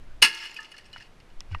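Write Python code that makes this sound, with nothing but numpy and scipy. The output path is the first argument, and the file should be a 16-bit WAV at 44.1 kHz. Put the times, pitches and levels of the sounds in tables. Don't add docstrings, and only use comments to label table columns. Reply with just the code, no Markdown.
import sys
import numpy as np
from scipy import signal
from scipy.fft import rfft, irfft
from scipy.io import wavfile
from scipy.ndimage import uniform_filter1d

SR = 44100
rng = np.random.default_rng(int(sys.argv[2]) if len(sys.argv) > 2 else 0)


def decibels_to_gain(level_db):
    exponent = np.asarray(level_db, float) / 20
    return 10 ** exponent


def store_pcm(level_fs):
    pcm = np.round(np.clip(level_fs, -1, 1) * 32767).astype(np.int16)
    wavfile.write(sys.argv[1], SR, np.atleast_2d(pcm).T)


N = 70560
TIME_S = np.arange(N) / SR


def evened(x):
    return x / np.sqrt(np.mean(x ** 2) + 1e-20)


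def smoothed(x, length):
    return uniform_filter1d(uniform_filter1d(x, length), length)


def curve(rows, column):
    rows = np.array(rows)
    return np.interp(TIME_S, rows[:, 0], rows[:, column])


def shaped(points):
    f, db = np.transpose(points)
    hz = np.fft.rfftfreq(N, 1 / SR)
    gain = decibels_to_gain(np.interp(np.log(hz + 1), np.log(f + 1), db, left=-90))
    return evened(irfft(rfft(rng.standard_normal(N)) * gain, N))


def ring(x, hz, width_hz):
    return signal.lfilter(*signal.iirpeak(min(hz, SR / 2.2), hz / width_hz, SR), x)


def blow(start_s, rise_s, hold_s, t60_s):
    t = TIME_S - start_s
    return np.clip(t / rise_s, 0, 1) ** 2 * decibels_to_gain(-60 * np.maximum(t - rise_s - hold_s, 0) / t60_s)


def clicks(rate_per_s, spread_db):
    chance = rng.random(N)
    size = rng.exponential(1, N)
    sign = rng.choice([-1., 1.], N)
    return evened((chance < rate_per_s / SR) * sign * decibels_to_gain(spread_db * np.minimum(size, 4)))


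def mode(start_s, level_db, hz, t60_s, rough=0.51):
    flutter = 1 + rough * evened(smoothed(rng.standard_normal(N), 150))
    force = decibels_to_gain(level_db) * blow(start_s, 0.0011, 0.002, t60_s)
    return force * flutter * np.sin(2 * np.pi * hz * (TIME_S - start_s))


def body(x, peaks, force=1):
    shared = 0.34
    shifts = rng.integers(500, N - 500, len(peaks))
    out = 0
    for k, (hz, width_hz, level_db) in enumerate(peaks):
        cracks = shared * x + (1 - shared) * np.roll(x, shifts[k])
        out = out + (-1) ** k * decibels_to_gain(level_db) * ring(cracks * force, hz, width_hz)
    return out


HOUSING_HZ = [910, 1050, 1370, 1685, 1780, 2100, 2560, 2760, 2890, 2980, 3380, 4400, 5050, 5450]
# width_hz, level_db
HOUSING_SHAPE = [(59.9, -8.5), (149.9, -13), (90.4, -6.5), (45.3, 1.5), (69.5, 0), (150.1, -0.5), (90, 1),
                 (51, 6), (58.5, 5.5), (60, -1.5), (101, -6), (370, -3.5), (340, -8), (250, -8)]
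# pitch_hz, width_hz, level_db
SIZZLE = [(6320, 180, -8.5), (6700, 440, -9.5), (8210, 270, -3.5), (9610, 370, -1.5), (11550, 270, -14.5),
          (13000, 1200, -15)]


def plastic(x, dull, bright):
    broad_db, sizzle_db = -20.5, -22
    housing = [(hz, width_hz, db) for hz, (width_hz, db) in zip(HOUSING_HZ, HOUSING_SHAPE)]
    broad = signal.lfilter(*signal.butter(2, [800, 6500], "band", fs=SR), x * dull)
    y = body(x, housing, dull) + decibels_to_gain(broad_db) * broad + decibels_to_gain(sizzle_db) * body(x, SIZZLE, bright)
    y = signal.sosfilt(signal.butter(4, 820, "high", fs=SR, output="sos"), 4 * y)
    y = signal.lfilter(*signal.butter(2, 12500, fs=SR), y)
    return y - 0.36 * ring(y, 3700, 500)


# start_s, level_db
SNAPS = [(.2182, -22), (.2201, -19.5), (.2242, -15.5), (0.2259, -6.5), (0.2277, -1), (0.2298, -12),
         (.2315, -13), (0.2348, -7), (.2395, -8), (.2422, -12), (0.2487, -12), (.252, -11.5), (.2575, -13),
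         (.263, -17), (.2745, -17)]
# pitch_hz, width_hz, level_db
THUD = [(100.7, 34, -13), (179, 86, -8), (290, 50, -2), (435, 48, 0.5)]
CABINET_HZ = [340, 900, 1000, 1372, 1680, 1767, 2156, 2760, 2848, 2895, 2981, 4300, 4458, 5027]
# level_db, t60_s
CABINET_RING = [(-31.5, 1), (-28.5, 1.5), (-7, .06), (-8, .1), (-5, .3), (-5.5, .12), (-12.5, 0.54),
                (-5.5, .3), (-9, .4), (0.5, 0.049), (-6.5, .15), (-7, .1), (-3.5, 0.061), (-10, 0.1)]


def smash():
    touch_s, touch_db, break_s, break_db = 0.2172, -18, 0.221, -12
    thud_db, snap_db, cabinet_db = -36, 13, -21.5
    touch = decibels_to_gain(touch_db) * blow(touch_s, 0.002, 0.0055, 0.011)
    fracture = blow(break_s, 0.003, 0.0034, 0.28) * blow(break_s, 0.00077, 0.031, 0.18)
    force = touch + decibels_to_gain(break_db) * fracture
    brightening = 1 + decibels_to_gain(16.0) * blow(break_s, 0.0024, 0.0036, 0.21)
    out = plastic(clicks(rate_per_s=5000, spread_db=-0.5), force, force * brightening)

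    snaps = np.zeros(N)
    for k, (start_s, level_db) in enumerate(SNAPS):
        snaps[round(start_s * SR)] = (-1) ** (k + 1) * decibels_to_gain(level_db + snap_db)
    out += plastic(np.ones(N), snaps, snaps)

    thud = evened(body(rng.standard_normal(N), THUD))
    out += decibels_to_gain(thud_db) * thud * blow(touch_s, 0.003, 0.0033, 0.22)
    for hz, (level_db, t60_s) in zip(CABINET_HZ, CABINET_RING):
        out += mode(break_s + 0.004, level_db + cabinet_db, hz, t60_s, rough=0.35)
    return out


# start_s, level_db, brightness_db
SCATTER = [(.25, -24.5, 19), (.30, -34.5, 7.5), (.37, -38.5, 0), (.46, -37.5, -20), (.50, -47.5, -15),
           (.66, -53.5, -7), (.68, -55.5, -17), (.82, -60, -20), (.92, -62, -28), (.965, -62, -15),
           (1.03, -58.5, -12), (1.07, -59, -15), (1.1, -91.5, -11.5), (1.49, -75, -2), (1.52, -49.5, -23),
           (1.6, -79.5, -15)]


def scatter():
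    rattle = decibels_to_gain(curve(SCATTER, 1)) * (TIME_S > 0.221)
    return plastic(clicks(rate_per_s=1600, spread_db=3.5), rattle, rattle * decibels_to_gain(curve(SCATTER, 2)))


# start_s, peak_db, pitch_hz, brightness_db, t60_s
BOUNCES = [(0.347, -42, 9330, 21.5, 0.028), (0.367, -31.5, 2750, -28, 0.09),
           (0.403, -39.5, 5230, -3, 0.088), (0.423, -35, 2895, -15, 0.067), (0.452, -41, 2900, 8, 0.093),
           (0.494, -36, 2750, -23, 0.04), (0.509, -42, 7060, -10, 0.035), (0.513, -36, 2520, 1, 0.018),
           (0.524, -40, 1880, -18, 0.04), (.542, -38.5, 5340, 10, 0.025), (0.561, -41, 2800, -8, 0.091),
           (.565, -37, 2570, 0, 0.054), (0.572, -45, 4850, -13, 0.067), (.604, -42.5, 5180, 11, 0.034),
           (.615, -43.5, 1750, -18, 0.092), (0.628, -38.5, 5200, 5, 0.028), (.645, -36, 2850, -20, 0.027),
           (0.653, -38, 2880, -24, 0.022), (0.707, -60, 9800, 5, 0.054), (0.7152, -38, 2870, 4.5, 0.052),
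           (0.716, -49, 9750, 2, 0.036), (0.737, -51.5, 1860, -26, 0.076), (0.744, -47, 1356, -22, 0.066),
           (0.764, -38, 1940, -20, 0.034), (.766, -51, 4950, 0, .04), (0.7786, -44, 4370, 11.5, 0.055),
           (0.782, -35, 2527, -15, 0.027), (0.794, -47.5, 1870, -16, 0.078),
           (0.807, -53.5, 4750, -24, 0.042), (0.843, -52.5, 4740, -8, 0.093), (0.855, -48, 5450, 2, 0.06),
           (.86, -54, 8350, 0, 0.061), (0.929, -35.5, 4270, 2.5, 0.018), (0.935, -42.5, 2928, -30, 0.15),
           (0.976, -40.5, 2044, -20, 0.067), (.979, -49, 5000, -12, 0.038), (1.0, -45, 2630, -8, 0.061),
           (1.005, -42.5, 1830, -32, 0.057), (1.013, -46, 5050, -18, 0.038),
           (1.021, -42.5, 2810, -25, 0.056)]
# start_s, level_db
KNOCKS = [
    (0.588, -3),
    (0.741, -19),
]
# pitch_hz, level_db, t60_s
KNOCK = [(900, -48, 0.38), (1263, -42.5, 0.2), (1750, -27.5, 0.056), (2800, -36.5, 0.14)]
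# start_s, level_db, pitch_hz, t60_s
PINGS = [(0.302, -55, 2895, .9), (0.299, -48, 1680, .6), (.508, -53, 7150, .04), (0.562, -42.5, 2927, 0.18),
         (0.5646, -38, 2550, .07), (.566, -48, 4800, 0.083), (0.715, -49, 2926, 0.16),
         (.842, -74, 4700, 0.063), (.9295, -35.5, 4160, 0.019), (.932, -41.5, 2930, 0.17),
         (1.0056, -44.5, 1778, 0.056), (1.555, -51, 1880, 0.086)]


def bounces():
    ping_t60_s = 0.081
    partials_db, tilt_db_per_octave = -18, -5
    out, dull, bright = np.zeros(N), np.zeros(N), np.zeros(N)
    chatter = clicks(rate_per_s=17000, spread_db=0.93)
    upper_hz = 4400 * 2 ** (1.4 * rng.random((len(BOUNCES), 5)))
    for (start_s, peak_db, hz, bright_db, t60_s), partials_hz in zip(BOUNCES, upper_hz):
        hit = blow(start_s, 0.0012, 0.00041, t60_s) * decibels_to_gain(peak_db)
        dull += decibels_to_gain(-7.5) * hit
        bright += decibels_to_gain(bright_db - 0.5) * hit
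        out += 1.2 * ring(hit * chatter, hz, 190)
        out += 0.6 * min(t60_s / ping_t60_s, 1) * mode(start_s, peak_db, hz, 0.81 * t60_s)
        for f in partials_hz:
            level_db = bright_db + partials_db + tilt_db_per_octave * np.log2(f / 4000)
            out += decibels_to_gain(level_db) * 4 * ring(hit * chatter, f, 140)
    for start_s, blow_db in KNOCKS:
        dull += decibels_to_gain(blow_db - 70) * blow(start_s, 0.0013, 0.0017, 0.075)
        for hz, level_db, t60_s in KNOCK:
            out += mode(start_s, level_db + blow_db, hz, t60_s, rough=0.4)
    for start_s, level_db, hz, t60_s in PINGS:
        out += mode(start_s, level_db, hz, t60_s, rough=0.31)
    return out + plastic(chatter, dull, bright)


# start_s, peak_db, main_hz, second_hz, t60_s
TICKS = [(.9612, -27.5, 1420, 1010, 0.0074), (0.9677, -38, 2390, 2840, 0.0048),
         (0.9706, -39, 1920, 1330, 0.012), (1.4058, -25.5, 5370, 3400, 0.0036),
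         (1.406, -39, 1073, 504, 0.0055), (1.41, -50, 1990, 1890, 0.025), (1.514, -40, 900, 2320, 0.0074),
         (1.528, -47, 1520, 2300, 0.08), (1.536, -46, 1970, 1530, 0.024), (1.547, -30, 2680, 2570, 0.012),
         (1.548, -23, 1177, 1026, 0.016), (1.5495, -38, 2060, 1970, 0.026), (1.554, -47, 950, 1930, 0.038),
         (1.585, -49, 2370, 5000, 0.008)]
# start_s, level_db, t60_s
SCUFFS = [
    (1.3, -56, .03),
    (1.527, -66, .05),
    (1.2, -52, .03),
    (.965, -55, .05),
]


def ticks():
    tones, tail, edge = np.zeros(N), np.zeros(N), np.zeros(N)
    for start_s, peak_db, main_hz, second_hz, t60_s in TICKS:
        t = np.maximum(TIME_S - start_s, 0)
        pair = np.sin(2 * np.pi * main_hz * t) + 0.63 * np.sin(2 * np.pi * second_hz * t)
        tones += decibels_to_gain(peak_db) * blow(start_s, 1 / main_hz, 0.0001, t60_s) * pair
        tail += decibels_to_gain(peak_db - 23) * blow(start_s, 0.0004, 0.00082, 0.016)
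        edge[round(start_s * SR) + 4] += decibels_to_gain(peak_db - 7.5) * (main_hz / 5000) ** 2.8
    for start_s, level_db, t60_s in SCUFFS:
        tail += decibels_to_gain(level_db) * blow(start_s, 0.001, 0.002, t60_s)
    tones = signal.lfilter(*signal.butter(3, 630, "high", fs=SR), tones)
    edge = signal.lfilter(*signal.butter(2, 9000, fs=SR), edge)
    return tones + plastic(rng.standard_normal(N), tail, tail) + edge


# pitch_hz, level_db
RUMBLE = [(60, -6.5), (100, 5), (200, -1), (400, -9.5), (900, -43.5), (2000, -84.5)]


def jolt():
    start_s, level_db, pitch_hz = 1.503, -28.5, 97.6
    t = TIME_S - start_s
    turn = 2 * np.pi * pitch_hz * t * (1 - 1.36 * t)
    swing = np.sin(turn) + 0.084 * np.sin(1.9 * turn) + 0.084 * shaped(RUMBLE)
    return decibels_to_gain(level_db) * blow(start_s, 0.018, 0.026, 0.091) * swing


# start_s, level_db, length_s
PUSHES = [
    (1.334, -33, 0.082),
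    (1.488, -33, 0.021),
    (1.551, -27, 0.037),
]


def pushes():
    out = np.zeros(N)
    for start_s, level_db, length_s in PUSHES:
        phase = np.clip((TIME_S - start_s) / length_s, 0, 1) ** 1.13
        out -= decibels_to_gain(level_db) * np.sin(np.pi * phase) ** 2
    return out


def swish():
    tone = evened(ring(rng.standard_normal(N), 1510, 120))
    return decibels_to_gain(-63) * blow(0.06, 0.04, 0.041, 0.2) * tone


# start_s, level_db
GUST = [(0.0, -43), (0.13, -37), (.22, -46.5), (.32, -60.5), (0.45, -58.5), (.7, -62.5), (.9, -52.5),
        (1.082, -51.5), (1.25, -54.5), (1.36, -40.5), (1.45, -45), (1.6, -35.5)]
# pitch_hz, level_db
WIND = [(8, 8.5), (20, 13.5), (35, -7.5), (60, -8), (100, -16), (170, -32), (300, -42), (700, -78.5)]


def wind():
    rumble_db, rumble_follow, lump_db = -62, 0.15, 0.5
    lumps = evened(smoothed(rng.standard_normal(N), 500))
    gust_db = curve(GUST, 1)
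    buffet = shaped(WIND)
    buffet = buffet / np.sqrt(smoothed(buffet ** 2, 2200))
    duck_db = 7.6 * blow(0.221, 0.03, 0.47, 0.47)
    level_db = rumble_db + rumble_follow * (gust_db + 54.5) - duck_db + 1.5 * lumps
    rumble = decibels_to_gain(level_db) * shaped(RUMBLE)
    end_fade = np.clip((N - np.arange(N)) / 600, 0, 1)
    return (decibels_to_gain(gust_db + lump_db * lumps) * buffet + rumble) * end_fade


# pitch_hz, level_db
AIR = [(80, -25), (200, -11.5), (400, -8.5), (2400, -16.5), (6000, -27.5), (12000, -36.5), (14500, -49.5),
       (15800, -60)]


def air():
    return decibels_to_gain(-60) * shaped(AIR)


def scene():
    impact = smash() + scatter() + bounces()
    handling = ticks() + jolt() + pushes()
    return (impact + handling + swish() + wind() + air())[None]


def band_limit(x):
    return signal.sosfilt(signal.butter(12, 15940, fs=SR, output="sos"), x)


def record(dry):
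    edge_hz = 15450
    padded = np.pad(np.clip(dry, -.93, .93), ((0, 0), (127, 127)), "reflect")
    lowpass = signal.firwin(255, edge_hz, window=("kaiser", 8), fs=SR)
    mix = signal.oaconvolve(padded, lowpass[None], "valid")
    return band_limit(mix)


dry = scene()
out = record(dry)
store_pcm(out)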